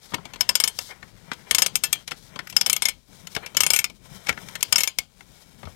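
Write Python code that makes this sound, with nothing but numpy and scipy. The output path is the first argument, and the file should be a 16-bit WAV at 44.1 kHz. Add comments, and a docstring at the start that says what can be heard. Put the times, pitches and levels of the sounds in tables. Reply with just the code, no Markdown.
"""In an earth trench, close by, a ratcheting pipe threader is backed off a steel pipe. On each return
swing the spring pawl drops over the teeth, and each impact excites the damped modes of the die head.
On each working stroke the loose head knocks as it takes up its play, and sliding friction makes the
die rub softly along the thread. Gloves bump and brush the tool, and moving air rumbles underneath.
The scene sounds in the left channel only."""
import sys
import numpy as np
from scipy import signal
from scipy.fft import rfft, irfft, next_fast_len
from scipy.io import wavfile
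from scipy.ndimage import uniform_filter1d

SR = 44100
rng = np.random.default_rng(int(sys.argv[2]) if len(sys.argv) > 2 else 0)


def generate_wav(signal):
    """Clip the signal to [-1, 1] and save it as 16-bit WAV at the path in sys.argv[1]."""
    frames = np.transpose(np.atleast_2d(signal))
    scaled = np.clip(frames, -1, 1) * 32767
    pcm = np.round(scaled).astype(np.int16)
    wavfile.write(sys.argv[1], SR, pcm)


N = 253573
RING_SAMPLES = 12000  # length of one free vibration


# pawl impacts: t/s, level/dB, decay time factor, spectral tilt/(dB per octave), ping near 5 kHz/dB
PAWL_DROPS = [(0.4075, -21, 0.87, -0.5, 11.5), (0.4906, -20, 0.93, -1.5, 11),
              (0.5534, -19.5, 0.87, 0.4, 7.5), (0.6007, -21, 1.12, -0.3, 3), (0.6379, -20, 1.1, -0.3, 9),
              (0.676, -24.5, 1.1, 0.6, 1.5), (0.788, -29, 0.65, -1.5, 9), (1.5102, -17.5, 0.71, -1.5, -8.5),
              (1.5474, -18, 1.04, -0.1, 1.5), (1.583, -19.0, 1.4, -0.7, 3), (1.6202, -16.5, 0.95, 0.2, 3.5),
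              (1.6616, -22, 0.77, 0, -5.5), (1.755, -21, 0.92, 1.5, 2.5), (1.8362, -21, 1.6, 0.4, 0),
              (1.928, -20, 0.9, 1.5, -5), (2.5647, -20.5, 0.86, -0.5, 16.5),
              (2.6112, -23.5, 0.85, -0.5, 13), (2.6619, -22.5, 1.2, -0.2, 5.5),
              (2.6977, -20, 0.77, 0.7, -4), (2.7293, -21.5, 0.77, 2.5, -10.5),
              (2.7639, -25.5, 0.68, 0.6, -1), (2.821, -22.5, 1.13, -0.3, -1.5), (2.8539, -21, 0.9, -0.6, 8),
              (2.8849, -25.0, 1.33, 0, 2), (3.5682, -18, 0.95, 0, 3.5), (3.6046, -17, 1.1, -0.1, 3),
              (3.6341, -20.5, 0.77, -1, -2), (3.6643, -20, 0.78, 0.3, -10), (3.7034, -19, 0.95, 0, 6),
              (3.7343, -19.0, 1.6, 1, -3.5), (3.7617, -21, 1.1, 1.5, -12), (3.7888, -20.5, 0.9, 0.6, -2.5),
              (3.8421, -25.5, 1, -0.5, 7), (4.6278, -21, 0.57, 1, 0), (4.725, -16.5, 0.68, -0.5, 6),
              (4.7576, -21.5, 1.1, -1, 15), (4.7815, -21.0, 1.5, -0.2, -10), (4.805, -23.5, 1.3, -0.3, 4),
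              (4.834, -22, 1.04, 1, -7), (4.8742, -25.0, 0.88, 0.5, 2.5), (4.9862, -24, 0.68, 0, 4)]
# band edges of a drop: f/Hz
PAWL_EDGES = [50, 350, 2000, 2550, 4700, 5700, 9500, 17000]
# spectrum of a plain drop, by band: level/dB
PAWL_SPECTRUM = [-25, -8, -13, -1.5, -7.3, 0, -3]
# the duller spectrum of a rebound, by band: gain/dB
REBOUND_GAINS = [5, 9, 8, 3.5, -14, -5, -7]

def pawl(tones):
    """Impact excitation: the sprung pawl scrapes over a tooth, snaps down and rebounds once, weakly."""
    out, filters = np.zeros(N), bands(PAWL_EDGES)
    head_band, ping_band = 2, 4  # near 2.2 kHz and 5 kHz
    t = np.arange(RING_SAMPLES // 10) / SR
    tooth, last_s = 0, -np.inf
    for s, db, ring, tilt, ping_db in PAWL_DROPS:
        tooth = tooth + 1 if s - last_s < .4 else 0  # a longer gap begins a new swing
        last_s = s
        band_db = tilted(PAWL_SPECTRUM, PAWL_EDGES, tilt, pivot_hz=4000)
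        # the head rings more as the handle rises, fully so once the die has worked loose
        band_db[head_band] += 1.61 * tooth * looseness(s)
        band_db[ping_band] += ping_db
        sound = impact(tones, ring, modes_db=3.3, rise_s=.0002, crack_db=8, body_t60=.043,
                       tail_db=-13.5, tail_t60=.19, scatter_db=8, detune=1.5)
        add(out, s, undb(db) * partition(sound, filters, band_db))
        delay_s, rebound_db = rng.uniform(.016, .027), rng.uniform(-27, -24.5)
        rebound = partition(sound, filters, band_db + REBOUND_GAINS)
        add(out, s + delay_s, undb(db + rebound_db) * rebound)
        scrape = unit(colour(rng.standard_normal(len(t)), BODY_SPECTRUM)) * fade(t, .051)[::-1]
        add(out, s - len(t) / SR, undb(db - 22.5) * scrape)
    return out


# impacts of head and handle: t/s, level/dB, spectral tilt/(dB per octave), clunk of the head/dB
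HEAD_KNOCKS = [(0.1205, -46, -5, -5), (0.1359, -35, -5.5, -3), (0.1423, -25, 0.5, -6),
               (0.181, -46.5, -6.5, -12), (0.2531, -38, -0.5, -23), (0.335, -38.5, 1, -5),
               (0.358, -41.5, -1, -10), (1.027, -46.5, -2, 9.5), (1.315, -31, -2, 4),
               (1.3326, -42.5, 3.5, -3), (2.0769, -35.5, 4, -1), (2.109, -38, 2, -2),
               (2.116, -31, 0.5, 3.5), (2.358, -37, -2.5, -6), (2.39, -34, 0, 8), (2.471, -46, 5, 12.5),
               (2.498, -45.5, 8, 4), (2.525, -40.5, 1.5, -9), (3.27, -40, 4.5, -1), (3.3496, -34, 4, -3),
               (3.3629, -26.5, -1, 1.5), (3.461, -35.5, 2.5, -3), (3.547, -37, -0.5, -12.5),
               (3.898, -43.5, 1, -16), (4.2675, -34, 1.5, -0.5), (4.286, -29, 0, -9),
               (4.2909, -22.5, 1.4, 8), (4.299, -34.5, -2, 11.5), (4.3255, -39.5, -0.5, 1),
               (4.374, -42, -3, 10), (4.485, -42.5, 3.5, 4), (4.553, -35, 3.5, 7.5),
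               (4.607, -40.5, 4.5, -6.5), (5.206, -49.5, -1, 6.5), (5.63, -45, -5.5, 0),
               (5.653, -46, -1, -4), (5.671, -48.5, -8, -17)]
# band edges of a knock: f/Hz
KNOCK_EDGES = [50, 350, 1250, 2200, 4500, 9500, 17000]
# spectrum of a plain knock, by band: level/dB
KNOCK_SPECTRUM = [-9, -4.5, -4, -0.5, -7, -16]

def knocks(tones):
    """Backlash: head and handle take up their play in softer, duller impacts, each with some chatter."""
    out, filters = np.zeros(N), bands(KNOCK_EDGES)
    clunk_band = 2  # 1.25-2.2 kHz
    for s, db, tilt, clunk_db in HEAD_KNOCKS:
        band_db = tilted(KNOCK_SPECTRUM, KNOCK_EDGES, tilt, pivot_hz=2200)
        band_db[clunk_band] += clunk_db
        sound = impact(tones, ring=.62, modes_db=-3, rise_s=.0017, crack_db=5, body_t60=.042,
                       tail_db=-18, tail_t60=.13, scatter_db=16, detune=2.4)
        knock = undb(db) * partition(sound, filters, band_db)
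        add(out, s, knock)
        for chatter_s in .014 * rng.uniform(-.44, 1, 3):
            add(out, s + chatter_s, undb(-11.5) * rng.uniform(-.78, 1) * knock)
    return out


# spectral envelope of the dense, short-lived modes of casting, handle and pipe: f/Hz, level/dB
BODY_SPECTRUM = [(60, -20.5), (190, -3.5), (300, -19), (520, -6.5), (1000, -7.5), (1900, -3.5),
                 (3200, -3.5), (4000, -6.5), (5800, 0), (7600, -4.5), (9800, -10.5), (12600, -10),
                 (14000, -17.5), (16000, -24)]

def impact(tones, ring, modes_db, rise_s, crack_db, body_t60, tail_db, tail_t60, scatter_db, detune):
    """Impulse response of steel: overlapping modes merge into a clack, while separate ones ring clear."""
    t = np.arange(RING_SAMPLES) / SR
    dense = colour(rng.standard_normal(RING_SAMPLES), BODY_SPECTRUM)
    clack = unit(dense * (fade(t, body_t60 * ring) + undb(crack_db) * fade(t, .0024)))
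    head = unit(head_modes(t, ring, scatter_db, detune))
    # the trench walls scatter a dull, noisy echo in among the ringing
    echo = colour(rng.standard_normal(RING_SAMPLES),
                  [(200, 2.5), (1000, 1), (2000, -2.5), (3300, 3), (4600, -17), (6500, -10),
                   (7600, -8.5), (14000, -21.5)])
    tubes = unit(rng.standard_normal(len(tones)) @ tones)
    tail = unit((tubes + unit(echo)) * fade(t, tail_t60))
    attack = 1 - np.exp(-t / rise_s)
    return (clack + undb(modes_db) * head + undb(tail_db) * tail) * attack


# normal modes of die head and pawl: f/Hz, energy level/dB, nominal T60/s
HEAD_MODES = [(505, -26, .06), (975, -20.5, .07), (1230, -20, .06), (1450, -17, .05), (1775, -15.5, .07),
              (2195, -8, .06), (2320, -12, .06), (2700, -12, .055), (3065, -14, .06), (3180, -25, .23),
              (3320, -20, .07), (3540, -20, .06), (4200, -31, .2), (5070, -13, .035), (5250, -3, .04),
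              (5470, -15, .045), (6080, -13, .045), (6750, -7.5, .062), (8145, -10, .052), (8425, -11, .05),
              (10360, -15.5, .08), (11080, -14, .06), (11300, -20, .07), (12320, -13.5, .068),
              (12860, -12, .06), (13660, -23, .06), (14140, -39, .32), (14935, -23, .07), (15310, -26, .08)]

def head_modes(t, ring, scatter_db, detune):
    """Modal superposition: damped sinusoids whose strength and pitch vary with contact point and grip."""
    hz, db, t60 = np.transpose(HEAD_MODES)[:, :, None]
    strength, pitch = rng.standard_normal((2, len(HEAD_MODES), 1))
    phase = rng.uniform(0, 2 * np.pi, (len(HEAD_MODES), 1))
    hz = hz + detune * pitch / t60  # heavily damped modes lean on the contact and shift most
    t60 = ring * t60 * np.exp(rng.uniform(-.8, .23, t60.shape))  # the glove damps each mode differently
    amplitude = undb(db + scatter_db * np.tanh(strength)) / np.sqrt(t60)
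    waves = np.sin((2 * np.pi * hz * t + phase).astype(np.float32))
    return np.sum(amplitude * fade(t, t60) * waves, axis=0)


def tube_tones(count=70):
    """Natural frequencies of handle and pipe: many thin, steady tones, one a row."""
    hz = rng.uniform(700, 7200, (count, 1))
    db = np.interp(hz, [700, 1800, 3100, 4500, 7200], [2.5, -7.5, -5.5, -1.5, -5.5])
    phase = rng.uniform(0, 2 * np.pi, (count, 1))
    return undb(db) * np.sin(2 * np.pi * hz * np.arange(RING_SAMPLES) / SR + phase)


def tilted(band_db, edges_hz, db_per_octave, pivot_hz):
    """Contact stiffness: a harder contact tilts the band levels towards the treble."""
    centres_hz = np.sqrt(np.multiply(edges_hz[:-1], edges_hz[1:]))
    return band_db + db_per_octave * np.log2(np.maximum(centres_hz, 550) / pivot_hz)


def partition(sound, filters, band_db):
    """Energy partition: the contact point sets each band's level over the first 20 ms of an impact."""
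    parts = np.array([signal.sosfilt(sos, sound) for sos in filters])
    onset_rms = np.sqrt(np.mean(parts[:, :int(.02 * SR)] ** 2, axis=1))
    return (undb(band_db) / onset_rms) @ parts


def looseness(s, loose_at_s=3.1):
    """Mechanical clearance: the die's play on the thread grows from 0 to 1 with time s."""
    return np.minimum(s / loose_at_s, 1) ** 2


# spectrum of steel sliding on the thread: f/Hz, level/dB
FRICTION_SPECTRUM = [(300, 1), (700, 1), (1000, 0), (1600, -1), (2100, -1), (2650, -3), (4400, 0),
                     (6000, -3), (8500, -6), (12000, -10), (16000, -16)]
# pipe resonances under a fully loose die: f/Hz, bandwidth/Hz, level/dB relative to the rub
PIPE_RESONANCES = [(2170, 54, -8), (3110, 25, -10.5), (4170, 380, -11.5)]

def sliding_die(rub_db, hiss_db):
    """Forced vibration: gritty friction on the thread drives head and pipe, more as the die rubs harder."""
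    grit = (rng.random(N) < 260 / SR) * rng.standard_normal(N)  # about 260 specks a second
    friction = rng.standard_normal(N) * undb(2.4 * walk(41) + 1.5 * walk(1500)) + undb(-12) * unit(grit)
    t, ringing = np.arange(RING_SAMPLES) / SR, 0
    for _ in range(4):  # four cutters bear unevenly on the pipe, each stirring its own mix of modes
        response = unit(head_modes(t, ring=.71, scatter_db=10, detune=3))
        load = undb(4 * np.tanh(walk(13)))
        ringing = ringing + signal.fftconvolve(friction * load, response)[:N]
    ringing = colour(ringing, [(1000, -4), (1600, 1), (2300, -4), (3300, 0), (4200, 2), (5200, -10),
                               (14000, -16)])
    ringing_db = -13.5 + .92 * (rub_db - np.mean(rub_db))
    sound = unit(colour(friction, FRICTION_SPECTRUM)) + undb(ringing_db) * unit(ringing)
    rub, hiss = (unit(signal.sosfilt(sos, sound)) for sos in bands([350, 3000, 17000]))
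    pipe = sum(undb(db) * unit(signal.lfilter(*signal.iirpeak(hz, hz / width, fs=SR), friction))
               for hz, width, db in PIPE_RESONANCES)
    return undb(rub_db) * (rub + looseness(np.arange(N) / SR) * pipe) + undb(hiss_db) * hiss


# handle strokes: t/s leaving the top, t/s lowest, t/s back at the top, peak rub/dB, hiss/dB, rumble/dB
HANDLE_STROKES = [(-0.1, 0.329, 1.07, -50.5, -61, -52), (0.974, 1.48, 2.06, -49.5, -52.5, -47.5),
                  (2.053, 2.51, 2.86, -52.5, -55.5, -47), (3.064, 3.54, 3.9, -49.5, -53, -49),
                  (3.988, 4.395, 4.85, -45.5, -47, -46.5), (5.073, 5.632, 6.04, -52.5, -52.5, -53.5)]
# growth from the top of a stroke to its lowest point: rub/dB, hiss/dB, rumble/dB
STROKE_GROWTH = [5.5, 3.5, 7.5]
# floor while the handle pauses at the top: rub/dB, hiss/dB, rumble/dB
REST_LEVELS = [-65, -60.5, -54.5]
# the die binds and scrapes dully: t/s of the peak, half length/s, level/dB
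DIE_SCUFFS = [(0.918, 0.017, -42.5), (1.3, 0.021, -45), (1.475, 0.0092, -43), (2.35, .03, -46.5),
              (2.465, 0.0094, -53), (3.443, 0.013, -37.5), (4.58, 0.03, -45)]
# a glove brushes the head to take a new grip: t/s of the peak, half length/s, level/dB
GLOVE_BRUSHES = [(0.065, .06, -49), (0.821, 0.056, -39), (2.217, .07, -49.5), (3.175, 0.053, -51.5),
                 (3.32, 0.023, -45.5), (4.16, 0.021, -49), (5.417, 0.13, -57)]

def handling(attack_s=.061, release_s=.052):
    """Incoherent addition: strokes, scuffs and brushes sum in power to rub, hiss and rumble levels/dB."""
    t = np.arange(N) / SR
    power = undb(REST_LEVELS)[:, None] ** 2 * np.ones(N)
    for start, lowest, end, *peak_db in HANDLE_STROKES:
        moving = np.clip(np.minimum((t - start) / attack_s, (end - t) / release_s), 0, 1)
        height = np.interp(t, [start, lowest, end], [1, 0, 1])
        stroke_db = np.array(peak_db)[:, None] - np.outer(STROKE_GROWTH, height)
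        power += (moving * undb(stroke_db)) ** 2
    rub, hiss, low = power
    return 10 * np.log10([rub + swells(DIE_SCUFFS, t), hiss + swells(GLOVE_BRUSHES, t), low])


def swells(table, t):
    """Gaussian pulses of power, summed over the rows of a table."""
    return sum(undb(db) ** 2 * np.exp(-((t - s) / half_s) ** 2) for s, half_s, db in table)


# gloves bump the tool and the ground: t/s, relative level/dB, f/Hz
GLOVE_BUMPS = [(0.126, -32, 178), (0.178, -30, 173), (0.29, -41, 125), (1.28, -35, 164), (1.421, -41, 162),
               (2.391, -42, 155), (3.233, -36, 175), (3.361, -37, 130), (3.66, -29.5, 156),
               (4.111, -31.5, 150), (4.149, -32.5, 183), (4.42, -38, 118.5), (5.631, -36, 144),
               (5.655, -26, 85)]

def glove_bumps():
    """Damped oscillation: a soft contact starts a low tone that swells and dies within a few cycles."""
    out, t = np.zeros(N), np.arange(RING_SAMPLES) / SR
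    envelope = fade(t, .091) * (1 - np.exp(-t / .013))
    for s, db, hz in GLOVE_BUMPS:
        add(out, s, undb(db + 8) * np.sin(2 * np.pi * hz * t) * envelope)
    return out


# spectrum of moving air and gloves: f/Hz, level/dB
RUMBLE_SPECTRUM = [(15, -31), (35, 0), (65, -4), (110, -3), (180, -0.5), (240, -8), (320, -14), (600, -20),
                   (2000, -67)]

def rumble(gloves_db, air_db=-57.5, crossover_hz=70):
    """Flow and handling noise: a light breeze fills the deep bass, and gloves swell unevenly above it."""
    noise = colour(rng.standard_normal(N), RUMBLE_SPECTRUM) * undb(2.5 * walk(25))
    crossover = (signal.butter(3, crossover_hz, kind, fs=SR, output="sos") for kind in ("low", "high"))
    air, gloves = (unit(signal.sosfilt(sos, noise)) for sos in crossover)
    return undb(air_db) * air + undb(gloves_db) * gloves


def undb(db):
    """Amplitude ratio of a level in decibels."""
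    return 10 ** (np.asarray(db) / 20)


def unit(x):
    """Normalisation to rms 1."""
    return x / np.sqrt(np.mean(x ** 2) + 1e-20)


def fade(t, t60):
    """Exponential decay, 60 dB down after t60."""
    return np.exp(-np.log(1000) * t / t60)


def colour(x, points):
    """Spectral shaping by a curve through points of f/Hz, gain/dB."""
    hz, db = np.transpose(points)
    size = next_fast_len(len(x), True)
    f = np.maximum(np.fft.rfftfreq(size, 1 / SR), 1)
    gain = undb(np.interp(np.log(f), np.log(hz), db))
    return irfft(rfft(x, size) * gain, size)[:len(x)]


def bands(edges_hz):
    """Filter bank: one band-pass between each pair of neighbouring edges."""
    return [signal.butter(5, pair, "bandpass", fs=SR, output="sos")
            for pair in zip(edges_hz, edges_hz[1:])]


def walk(rate):
    """Random modulation of rms 1, gliding to a new value every 1 / rate s."""
    hold = max(int(SR / rate), 1)
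    steps = np.repeat(rng.standard_normal(N // hold + 1), hold)
    return unit(uniform_filter1d(steps, hold)[:N])


def add(out, s, sound):
    """Superposition of a sound on the output, starting at time s."""
    i = int(s * SR)
    out[i:i + len(sound)] += sound[:N - i]


def scene():
    """Linear superposition: all sources add in the left channel; the right one is silent."""
    rub_db, hiss_db, rumble_db = handling()
    tones = tube_tones()
    steel = pawl(tones) + knocks(tones) + sliding_die(rub_db, hiss_db)
    return np.array([steel + glove_bumps() + rumble(rumble_db), np.zeros(N)])


def record(dry, cutoff_hz=15800):
    """Noise floor and band limit: preamplifier hiss on both channels, clipping and a steep low-pass."""
    hiss = undb(-75.5) * rng.standard_normal(dry.shape)
    lowpass = signal.ellip(10, .1, 70, cutoff_hz, fs=SR, output="sos")
    return signal.sosfilt(lowpass, np.clip(dry + hiss, -1, 1))


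dry = scene()
out = record(dry)
generate_wav(out)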